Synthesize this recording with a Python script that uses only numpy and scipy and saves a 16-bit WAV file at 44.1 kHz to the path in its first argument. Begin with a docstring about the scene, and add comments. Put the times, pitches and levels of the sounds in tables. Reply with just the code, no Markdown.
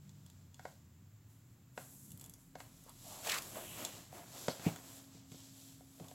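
"""A low rumble like far traffic, an engine in it, a faint appliance hum and hiss lie behind a quiet room.
From the start a kitten rolls about on its back in a cardboard box: its fur brushes the board (grains of noise),
claws tick in the paper liner (brief rings and crackle) and paws knock on the walls (ringing modes).
Midway a deep drone comes and goes and a claw rakes across the wall with falling pitch (a gliding resonance).
Later, soft weight lands on the floor of the box (low modes that sink in pitch)."""
import sys
import numpy as np
from scipy import signal
from scipy.fft import rfft, irfft, next_fast_len
from scipy.io import wavfile
from scipy.ndimage import uniform_filter1d, map_coordinates

SR = 44100
rng = np.random.default_rng(int(sys.argv[2]) if len(sys.argv) > 2 else 0)


def put_to_file(sound):
    """Save the sound as 16-bit audio at rate SR, in the file named by the first command-line argument."""
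    columns = np.atleast_2d(sound).T  # one column per channel
    safe = np.clip(columns, -1, 1)
    whole_steps = np.round(safe * 32767)
    wavfile.write(sys.argv[1], SR, whole_steps.astype(np.int16))


N = 270950

# Colour of fur hissing on board and of fine fibres. Each row: frequency in Hz, relative level in dB per Hz.
FUR_COLOUR = [(1500, -37), (4000, -22), (6000, -5), (7500, -1.5), (11000, 4), (13500, -1.5), (16000, -12.5)]
# Colour of coarser slips on paper. Each row: frequency in Hz, relative level in dB per Hz.
RASP_COLOUR = [(1500, -21), (2700, -7.5), (3300, -1.5), (4200, -2), (5500, -2.5), (8000, -4.5),
               (15000, -45)]


def from_db(db):
    """Turn decibels into a gain."""
    return 10 ** (np.asarray(db) / 20)


def rms_one(x):
    """Scale a sound to an rms of 1."""
    return x / np.sqrt(np.mean(x ** 2) + 1e-20)


def in_time(rows):
    """Draw straight lines between the rows of a curve, giving each column at every sample."""
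    s, *columns = np.transpose(rows)
    return [np.interp(np.arange(N) / SR, s, column) for column in columns]


def coloured(x, spectrum):
    """Filter a sustained sound to a given balance of low and high, at rms 1."""
    size = next_fast_len(N)
    hz, db = np.transpose(spectrum)
    f = np.maximum(np.fft.rfftfreq(size, 1 / SR), 1)
    # below the first point the level falls by a further 12 dB per octave
    below_db = 20 * np.log10(np.minimum(f / hz[0], 1) ** 2)
    gain = from_db(np.interp(np.log(f), np.log(hz), db) + below_db)
    return rms_one(irfft(rfft(x, size) * gain, size)[:N])


def drift(per_s):
    """Wander smoothly through random points, so many per second, with an rms of 1."""
    knots = rng.standard_normal(8192)
    return rms_one(map_coordinates(knots, [np.arange(N) * per_s / SR], order=3, mode="wrap"))


def grains(per_s, spread_db):
    """Make tiny slips at random moments, of uneven size and sign."""
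    sizes = from_db(spread_db * np.minimum(rng.exponential(1, N), 4))
    signs = rng.choice([-1, 1], N)
    happens = rng.random(N) < per_s / SR
    return sizes * signs * happens


def clicks(times, db):
    """Place one impulse for each contact."""
    out = np.zeros(N)
    out[np.round(times * SR).astype(int)] = from_db(db)
    return out


def ring(x, hz, t60):
    """Let each unit click start a sine of height 1 that falls by 60 dB in t60 seconds."""
    r = from_db(-60 / (t60 * SR))
    w = 2 * np.pi * hz / SR
    return signal.lfilter([0, np.sin(w)], [1, -2 * r * np.cos(w), r * r], x + 1e-18)


def fading(x, t60):
    """Let each unit click start an envelope that falls by 60 dB in t60 seconds."""
    return signal.lfilter([1], [1, -from_db(-60 / (t60 * SR))], x + 1e-18)


def swell(start, attack, hold, release):
    """Rise to 1 at the start, hold, die away; attack and release are time constants in seconds."""
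    age = np.arange(N) / SR - start
    rise = np.minimum(age, 0) / attack
    fall = np.maximum(age - hold, 0) / release
    return np.exp(np.maximum(rise - fall, -40))


def bump(s, spread):
    """Rise and fall in a smooth bell shape about a moment; both values in seconds."""
    return np.exp(-.5 * np.minimum(((np.arange(N) / SR - s) / spread) ** 2, 80))


def gliding(x, hz, width, size=128):
    """Filter through a resonance whose centre moves, block by block, at rms 1."""
    out, state = np.zeros(N), np.zeros(2)
    r = np.exp(-np.pi * width / SR)
    for i in range(0, N, size):
        poles = [1, -2 * r * np.cos(2 * np.pi * hz[i] / SR), r * r]
        out[i:i + size], state = signal.lfilter([1, 0, -1], poles, x[i:i + size], zi=state)
    return rms_one(out)


def tone(hz, db):
    """Make a sine of the given pitch and rms level."""
    phase = 2 * np.pi * np.cumsum(hz * np.ones(N)) / SR
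    return np.sqrt(2) * from_db(db) * np.sin(phase)


def traffic(steady_db=-63, overtone_fade_db_per_s=18.5):
    """Rumbling noise swells as vehicles pass; one far engine, a sine with overtones, wavers in it."""
    # Vehicles passing. Each row: moment nearest in seconds, level in dB, spread of the bell shape in seconds.
    passes = [(.25, -64, 0.085), (2.16, -57, 0.11), (3.55, -63.5, 0.54)]
    # Colour of the rumble. Each row: frequency in Hz, relative level in dB per Hz.
    rumble_colour = [(25, -17), (55, -13.5), (85, -1.5), (115, 2), (160, -2.5), (220, -7.5), (300, -13.5),
                     (420, -23), (900, -39.5)]
    # An engine coasts, then pulls away. Each row: time in seconds, pitch in Hz and level in dB before wavering.
    engine = [(0, 96, -73), (.45, 91, -63), (.9, 80, -68.5), (1.15, 106, -61), (1.55, 115, -64.5),
              (2.2, 150, -65.5), (2.7, 155, -83)]
    # Engine overtones. 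Each row: multiple of the engine pitch, level in dB at the start before wavering.
    engine_overtones = [(1.52, -59), (2.018, -64)]
    power = from_db(steady_db) ** 2
    power = power + sum((from_db(db) * bump(s, spread)) ** 2 for s, db, spread in passes)
    rumble = np.sqrt(power) * coloured(rng.standard_normal(N), rumble_colour)
    engine_hz, engine_db = in_time(engine)
    engine_hz = engine_hz + 3 * drift(25)
    fade_db = overtone_fade_db_per_s * np.arange(N) / SR
    overtones = sum(tone(multiple * engine_hz, db - fade_db) for multiple, db in engine_overtones)
    waver = from_db(1.0 * drift(27))
    return rumble + (tone(engine_hz, engine_db) + overtones) * waver


def humming(centre_hz=270, rise_s=0.17):
    """An appliance hums as one slightly unsteady sine that comes up in steps."""
    # Steps of the hum, whose powers add. Each row: time in seconds, level added in dB.
    hum_steps = [(0, -83), (1.9, -72), (4.75, -65)]
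    power = sum((from_db(db) * swell(s, rise_s, N / SR, rise_s)) ** 2 for s, db in hum_steps)
    return np.sqrt(power) * tone(centre_hz + 0.63 * drift(11), 0)


def droning(start_s=2.38, hold_s=1.45, fade_s=0.06, hz=40.8, level_db=-74):
    """A deep steady sine comes and goes."""
    return swell(start_s, fade_s, hold_s, fade_s) * tone(hz, level_db)


def background(hiss_db=-74.5):
    """Traffic, appliance hum, a deep drone and faint coloured noise add together."""
    # Colour of the hiss. Each row: frequency in Hz, relative level in dB per Hz.
    hiss_colour = [(300, -1.5), (1000, 2), (2000, -2.5), (6000, -12.5), (7300, -1.5), (8800, -24),
                   (11500, -9), (15000, -6)]
    hiss = from_db(hiss_db) * coloured(rng.standard_normal(N), hiss_colour)
    return traffic() + humming() + droning() + hiss


def shoving(settle_s=0.098):
    """Each shove of the body swells, holds and dies away; powers add to dB levels of fur, rasp and drag."""
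    # Shoves along the board. Each row: time of full pressure, swell and hold in seconds,
    # then fur hiss, paper rasp and panel drag in dB before trim.
    shoves = [(0.037, 0.068, 0.38, -80, -77.5, -83), (0.642, .06, 0.046, -69.5, -70, -86),
              (1.3, 0.022, .03, -72.5, -82, -86), (1.495, 0.088, 0.051, -80, -88, -98),
              (1.783, 0.02, .05, -58, -68.5, -67.5), (1.918, 0.057, 0.16, -60, -79, -91),
              (2.216, 0.028, 0.029, -67.5, -78, -69), (2.4, 0.045, .03, -68.5, -84, -91),
              (2.595, 0.023, 0.018, -63, -69.5, -65.5), (2.743, 0.099, 0.22, -67, -71.5, -77),
              (3.079, 0.078, 0.065, -55, -58, -67.5), (3.233, 0.086, 0.29, -54, -60, -60),
              (3.56, 0.027, 0.018, -51.5, -71, -52.5), (3.657, .04, 0.08, -53, -80, -77),
              (3.786, 0.042, 0.036, -52, -57, -51), (3.93, 0.035, 0.052, -60.5, -59.5, -63),
              (4.14, 0.024, 0.041, -59.5, -65.5, -58.5), (4.375, 0.079, 0.14, -54.5, -55, -59),
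              (4.649, 0.045, 0.019, -54.5, -55.5, -51), (4.876, 0.097, 0.096, -58.5, -62, -64),
              (5.138, 0.046, 0.031, -72, -66, -70.5), (5.325, 0.035, 0.14, -64.5, -62.5, -73),
              (5.582, 0.068, 0.11, -61.5, -64, -73.5), (5.993, 0.2, .14, -64, -69, -74)]
    # The body never lies quite still: fur hiss, paper rasp and panel drag at rest, in dB before trim.
    rest_db = (-84.5, -87.5, -98)
    power = from_db(rest_db)[:, None] ** 2
    for s, attack, hold, *levels_db in shoves:
        power = power + np.outer(from_db(levels_db), swell(s, attack, hold, settle_s)) ** 2
    return 10 * np.log10(power)


def sliding(grain_db=2.0):
    """Countless hairs hiss, coarser slips rasp on the paper, and the weight behind them shakes the panel."""
    # Colour of the shaken panel. Each row: frequency in Hz, relative level in dB per Hz.
    drag_colour = [(80, -21), (200, -5), (330, -2.5), (460, -8), (560, -5), (660, -2.5), (850, -8.5),
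                   (1050, -8), (1400, -12), (1900, -13.5), (2400, -14), (4000, -23)]
    fur_db, rasp_db, drag_db = shoving()
    pressure_db = 0.22 * drift(45)
    fur = from_db(fur_db - 0.34) * coloured(grains(per_s=20000, spread_db=4.5), FUR_COLOUR)
    rasp = from_db(rasp_db - 0.25) * coloured(grains(per_s=6000, spread_db=grain_db), RASP_COLOUR)
    drag = from_db(drag_db + 2.0) * coloured(grains(per_s=1800, spread_db=grain_db), drag_colour)
    return (fur + rasp + drag) * from_db(pressure_db)


def ticking(ring_db=-8, fibre_db=-10, paper_db=-12, release_s=0.00074):
    """A claw tip snaps free: the liner rings for a moment and fibres crackle, duller the deeper it sat."""
    # Claw ticks. Each row: time in seconds, strength in dB before trim, low ring against high in dB.
    ticks = [(0.093, -50, 9), (0.2629, -45, -2), (0.3, -45, 3), (.544, -45, 7), (2.1056, -43, -7),
             (2.1179, -37.5, -10.5), (2.175, -43.5, -14), (2.1967, -41.5, -10), (2.212, -38.5, -8),
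             (2.216, -47, -7), (2.241, -40, -6), (2.2488, -47, -9), (2.261, -40.5, -7),
             (2.2962, -40.5, -11), (2.3377, -39.5, -12), (2.838, -50, -13), (2.894, -40, -4),
             (3.422, -32.5, -5), (3.8499, -21, 0.5), (4.1808, -44.5, -6), (4.761, -37, 5),
             (6.084, -41.5, 1)]
    # Paper liner under a claw. Each row: frequency in Hz, relative level in dB, time to fall 60 dB in seconds.
    liner_modes = [(911, -21.5, 0.1), (2840, -13, 0.01), (3462, -10.5, 0.028), (4400, -33, 0.0029),
                   (7100, 4, 0.00099), (8600, 3, 0.0017), (10100, -6, 0.0058), (13100, -35, 0.0012)]
    s, strength_db, low_db = np.transpose(ticks)
    out = np.zeros(N)
    for k, (hz, db, t60) in enumerate(liner_modes):
        lowness = np.interp(hz, [3400, 11000], [.5, -.5])
        hit = clicks(s, strength_db + ring_db + db + lowness * low_db)
        out += (-1) ** k * ring(hit, hz, t60)
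    for colour, db in ((FUR_COLOUR, fibre_db - low_db / 2), (RASP_COLOUR, paper_db + low_db / 2)):
        envelope = fading(clicks(s, strength_db + db), t60=0.013)
        # averaging over a short window softens the onset
        tearing = uniform_filter1d(envelope, 1 + int(2 * release_s * SR))
        out += tearing * coloured(rng.standard_normal(N), colour)
    return out


def knocking(belly_trim_db=0, panel_trim_db=-6, edge_trim_db=2, spot_db=7, spot_octaves=0.29,
             snap_db=13, crackle_db=2, snap_hz=3600):
    """Paws set the belly, panels and edges of the box ringing, with a snap and a brief crackle."""
    # Paws on the walls. Each row: time in seconds, then panel, belly, edge and crack strengths in dB
    # before trim, and the frequency in Hz that the struck spot favours.
    knocks = [(0.594, -54.5, -68, -41.5, -57.5, 710), (0.653, -38, -82, -35, -55.5, 580),
              (1.777, -41, -50.5, -33, -49.5, 600), (2.554, -43.5, -54.5, -44, -54, 650),
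              (2.603, -45.5, -68, -45, -50, 1060), (2.863, -57, -64, -66, -79, 579),
              (3.568, -39.5, -66, -63, -70, 650), (4.127, -46, -57, -62, -71.5, 746),
              (4.483, -27.5, -34, -37, -37, 560), (4.596, -52, -50, -56, -52, 654),
              (4.761, -51, -64, -42, -59, 1220), (5.318, -59, -47.5, -59, -54.5, 440),
              (5.343, -53, -50, -76, -65, 463), (5.807, -55, -60, -62, -75.5, 654),
              (5.999, -44.5, -72, -75, -59, 650), (6.043, -57, -50, -67, -62, 565),
              (6.113, -47, -82, -66, -62, 674)]
    # Box walls. Each row: frequency in Hz, relative level in dB, time to fall 60 dB in seconds.
    box_modes = [(154.5, 8, 0.029), (260, -1, 0.065), (347, 5.5, 0.015), (570, 7, 0.016), (726, 2.5, 0.029),
                 (870, 3.5, 0.014), (1080, -7.5, 0.017), (1446, 0, 0.0073), (1560, 0, 0.0095),
                 (1870, -18, 0.028), (2150, -19, 0.027)]
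    # Colour of the crackle. Each row: frequency in Hz, relative level in dB per Hz.
    crack_colour = [(1000, -0.5), (2500, -5), (4500, -9.5), (7000, -10.5), (11000, -20), (16000, -46)]
    s, panel_db, belly_db, edge_db, crack_db, spot_hz = np.transpose(knocks)
    strengths = np.transpose([belly_db + belly_trim_db, panel_db + panel_trim_db, edge_db + edge_trim_db])
    out = np.zeros(N)
    for k, (hz, db, t60) in enumerate(box_modes):
        # belly, panel and edge strengths apply at these three pitches and blend in between
        blow_db = np.array([np.interp(np.log(hz), np.log([230, 620, 1400]), row) for row in strengths])
        favour_db = spot_db * np.exp(-(np.log2(hz / spot_hz) / spot_octaves) ** 2)
        out += (-1) ** k * ring(clicks(s, blow_db + db + favour_db), hz, t60)
    snap = ring(clicks(s, crack_db + snap_db), snap_hz, t60=0.00066)
    crackle_envelope = fading(clicks(s, crack_db + crackle_db), t60=0.027)
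    crackle = crackle_envelope * coloured(rng.standard_normal(N), crack_colour)
    return out + snap + crackle


def raking(start_s=3.25, end_s=3.388, rake_db=-44, snag_s=0.0036, ring_start_s=3.297, ring_db=-40,
           ring_hz=2520, fall_octaves_per_s=11.8, ring_width_hz=720, catch_q=4.6):
    """A claw tears paper fibres in dense slips; the patch under it rings lower as it nears mid-wall."""
    # A claw or pad catches and one patch of board sings. Each row: middle in seconds, level in dB,
    # spread of the bell shape in seconds, pitch in Hz.
    catches = [(2.893, -61, 0.017, 1010), (3.153, -55.5, 0.067, 670), (3.279, -43.5, 0.015, 594),
               (3.593, -51, 0.025, 645), (3.75, -56.5, 0.14, 2880), (4.19, -54.5, 0.025, 666),
               (4.363, -56, 0.019, 610), (4.507, -49.5, .012, 4560), (4.668, -48.5, 0.013, 2230),
               (4.683, -45.5, 0.016, 690), (6.051, -61.5, .036, 640)]
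    # The raking claw snags on ribs under the paper. Each row: time in seconds, level in dB.
    snags = [(3.274, -36), (3.2974, -31.5), (3.321, -31.5), (3.344, -34.5), (3.386, -37)]
    # Colour of a snag. Each row: frequency in Hz, relative level in dB per Hz.
    snag_colour = [(500, -21), (1500, -3), (2800, -1), (4200, -0.5), (7000, -5), (11000, -5.5),
                   (16000, -18)]
    # Colour of claw slips. Each row: frequency in Hz, relative level in dB per Hz.
    claw_colour = [(150, -11), (400, -4.5), (700, -4), (1100, 0.5), (1600, -6), (2450, -2.5), (3800, -2.5),
                   (5000, -6), (7000, -6.5), (11000, -4), (16000, -11.5)]
    t = np.arange(N) / SR
    force = from_db(rake_db) * swell(start_s, attack=0.012, hold=end_s - start_s, release=0.0032)
    out = force * coloured(grains(per_s=7000, spread_db=-0.5), claw_colour)
    jerks = sum(from_db(db) * np.exp(-np.abs(t - s) / snag_s) for s, db in snags)
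    out += jerks * coloured(grains(per_s=20000, spread_db=3.5), snag_colour)
    slips = coloured(grains(per_s=9000, spread_db=1.7), claw_colour)
    travel_s = np.clip(t, ring_start_s, end_s) - ring_start_s
    falling_hz = ring_hz * 2 ** (-fall_octaves_per_s * travel_s)
    wall = gliding(slips, falling_hz, ring_width_hz)
    out += from_db(ring_db) * swell(ring_start_s, attack=0.0061, hold=0.064, release=0.021) * wall
    for s, db, spread, hz in catches:
        patch = signal.lfilter(*signal.iirpeak(hz, catch_q, fs=SR), slips)
        out += from_db(db) * bump(s, spread) * rms_one(patch)
    return out


def thudding(sag=0.45, sag_s=0.0064):
    """A furry weight presses on smoothly; as it loads the floor, the pitch of its modes sinks."""
    # Soft landings. Each row: time in seconds, level in dB, time constant of the contact in seconds.
    thuds = [(4.664, -15.5, 0.0016), (5.146, -40.5, 0.0044), (6.004, -31.5, 0.0055)]
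    # Floor of the box. Each row: settled frequency in Hz, relative level in dB, time to fall 60 dB in seconds.
    floor_modes = [(107.4, -10.5, 0.078), (148, -0.5, 0.061), (223, -16, 0.04), (305, -7, 0.037),
                   (406, -13.5, 0.042), (657, -29.5, 0.065)]
    out = np.zeros(N)
    for s, db, contact in thuds:
        age = np.maximum(np.arange(N) / SR - s, 0)
        push = from_db(db) * (1 - np.exp(-(age / contact) ** 2))
        # this clock runs fast at first, so each pitch starts high and settles
        clock = age + sag * sag_s * (1 - np.exp(-age / sag_s))
        for hz, mode_db, t60 in floor_modes:
            decay = from_db(mode_db) * np.exp(-np.log(1000) * age / t60)
            out -= push * decay * np.sin(2 * np.pi * hz * clock)
    return out


def open_box(x, leak_hz=105):
    """Air flows round the open flaps, so the deepest bass cancels."""
    return signal.sosfilt(signal.butter(2, leak_hz, "high", fs=SR, output="sos"), x)


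def reflections(x, t60, low_hz, high_hz):
    """Dense echoes start 3 ms after the sound and fade, with lows and highs softened."""
    t = np.arange(SR // 2) / SR
    tail = rng.standard_normal(len(t)) * from_db(-60 * t / t60) * (t > .003)
    walls = signal.butter(1, [low_hz, min(high_hz, .45 * SR)], "band", fs=SR, output="sos")
    echoes = signal.sosfilt(walls, tail / np.linalg.norm(tail))
    return signal.fftconvolve(x, echoes)[:N]


def scene():
    """Contacts echo inside the box and in the room; the channels differ only by a trace of hiss."""
    blows = open_box(knocking() + thudding()) + ticking()
    rubbing = sliding() + raking()
    box = from_db(-8) * reflections(blows, t60=0.06, low_hz=620, high_hz=9400)
    room = from_db(-7.5) * reflections(blows + .5 * rubbing, t60=0.29, low_hz=400, high_hz=13900)
    channel_hiss = from_db(-80.5) * rng.standard_normal((2, N))
    return blows + rubbing + box + room + background() + channel_hiss


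def record(dry, cutoff_hz=16000):
    """The microphone port colours the treble; a steep filter cuts the top."""
    # Resonances of the microphone port. Each row: frequency in Hz, width in Hz, gain at the centre in dB.
    port = [(7680, 1120, 8.5), (8980, 4250, -9)]
    out = dry
    for hz, width, db in port:
        band = signal.lfilter(*signal.iirpeak(hz, hz / width, fs=SR), out)
        out = out + (from_db(db) - 1) * band
    return signal.sosfilt(signal.ellip(12, .1, 70, cutoff_hz, fs=SR, output="sos"), out)


dry = scene()
out = record(dry)
put_to_file(out)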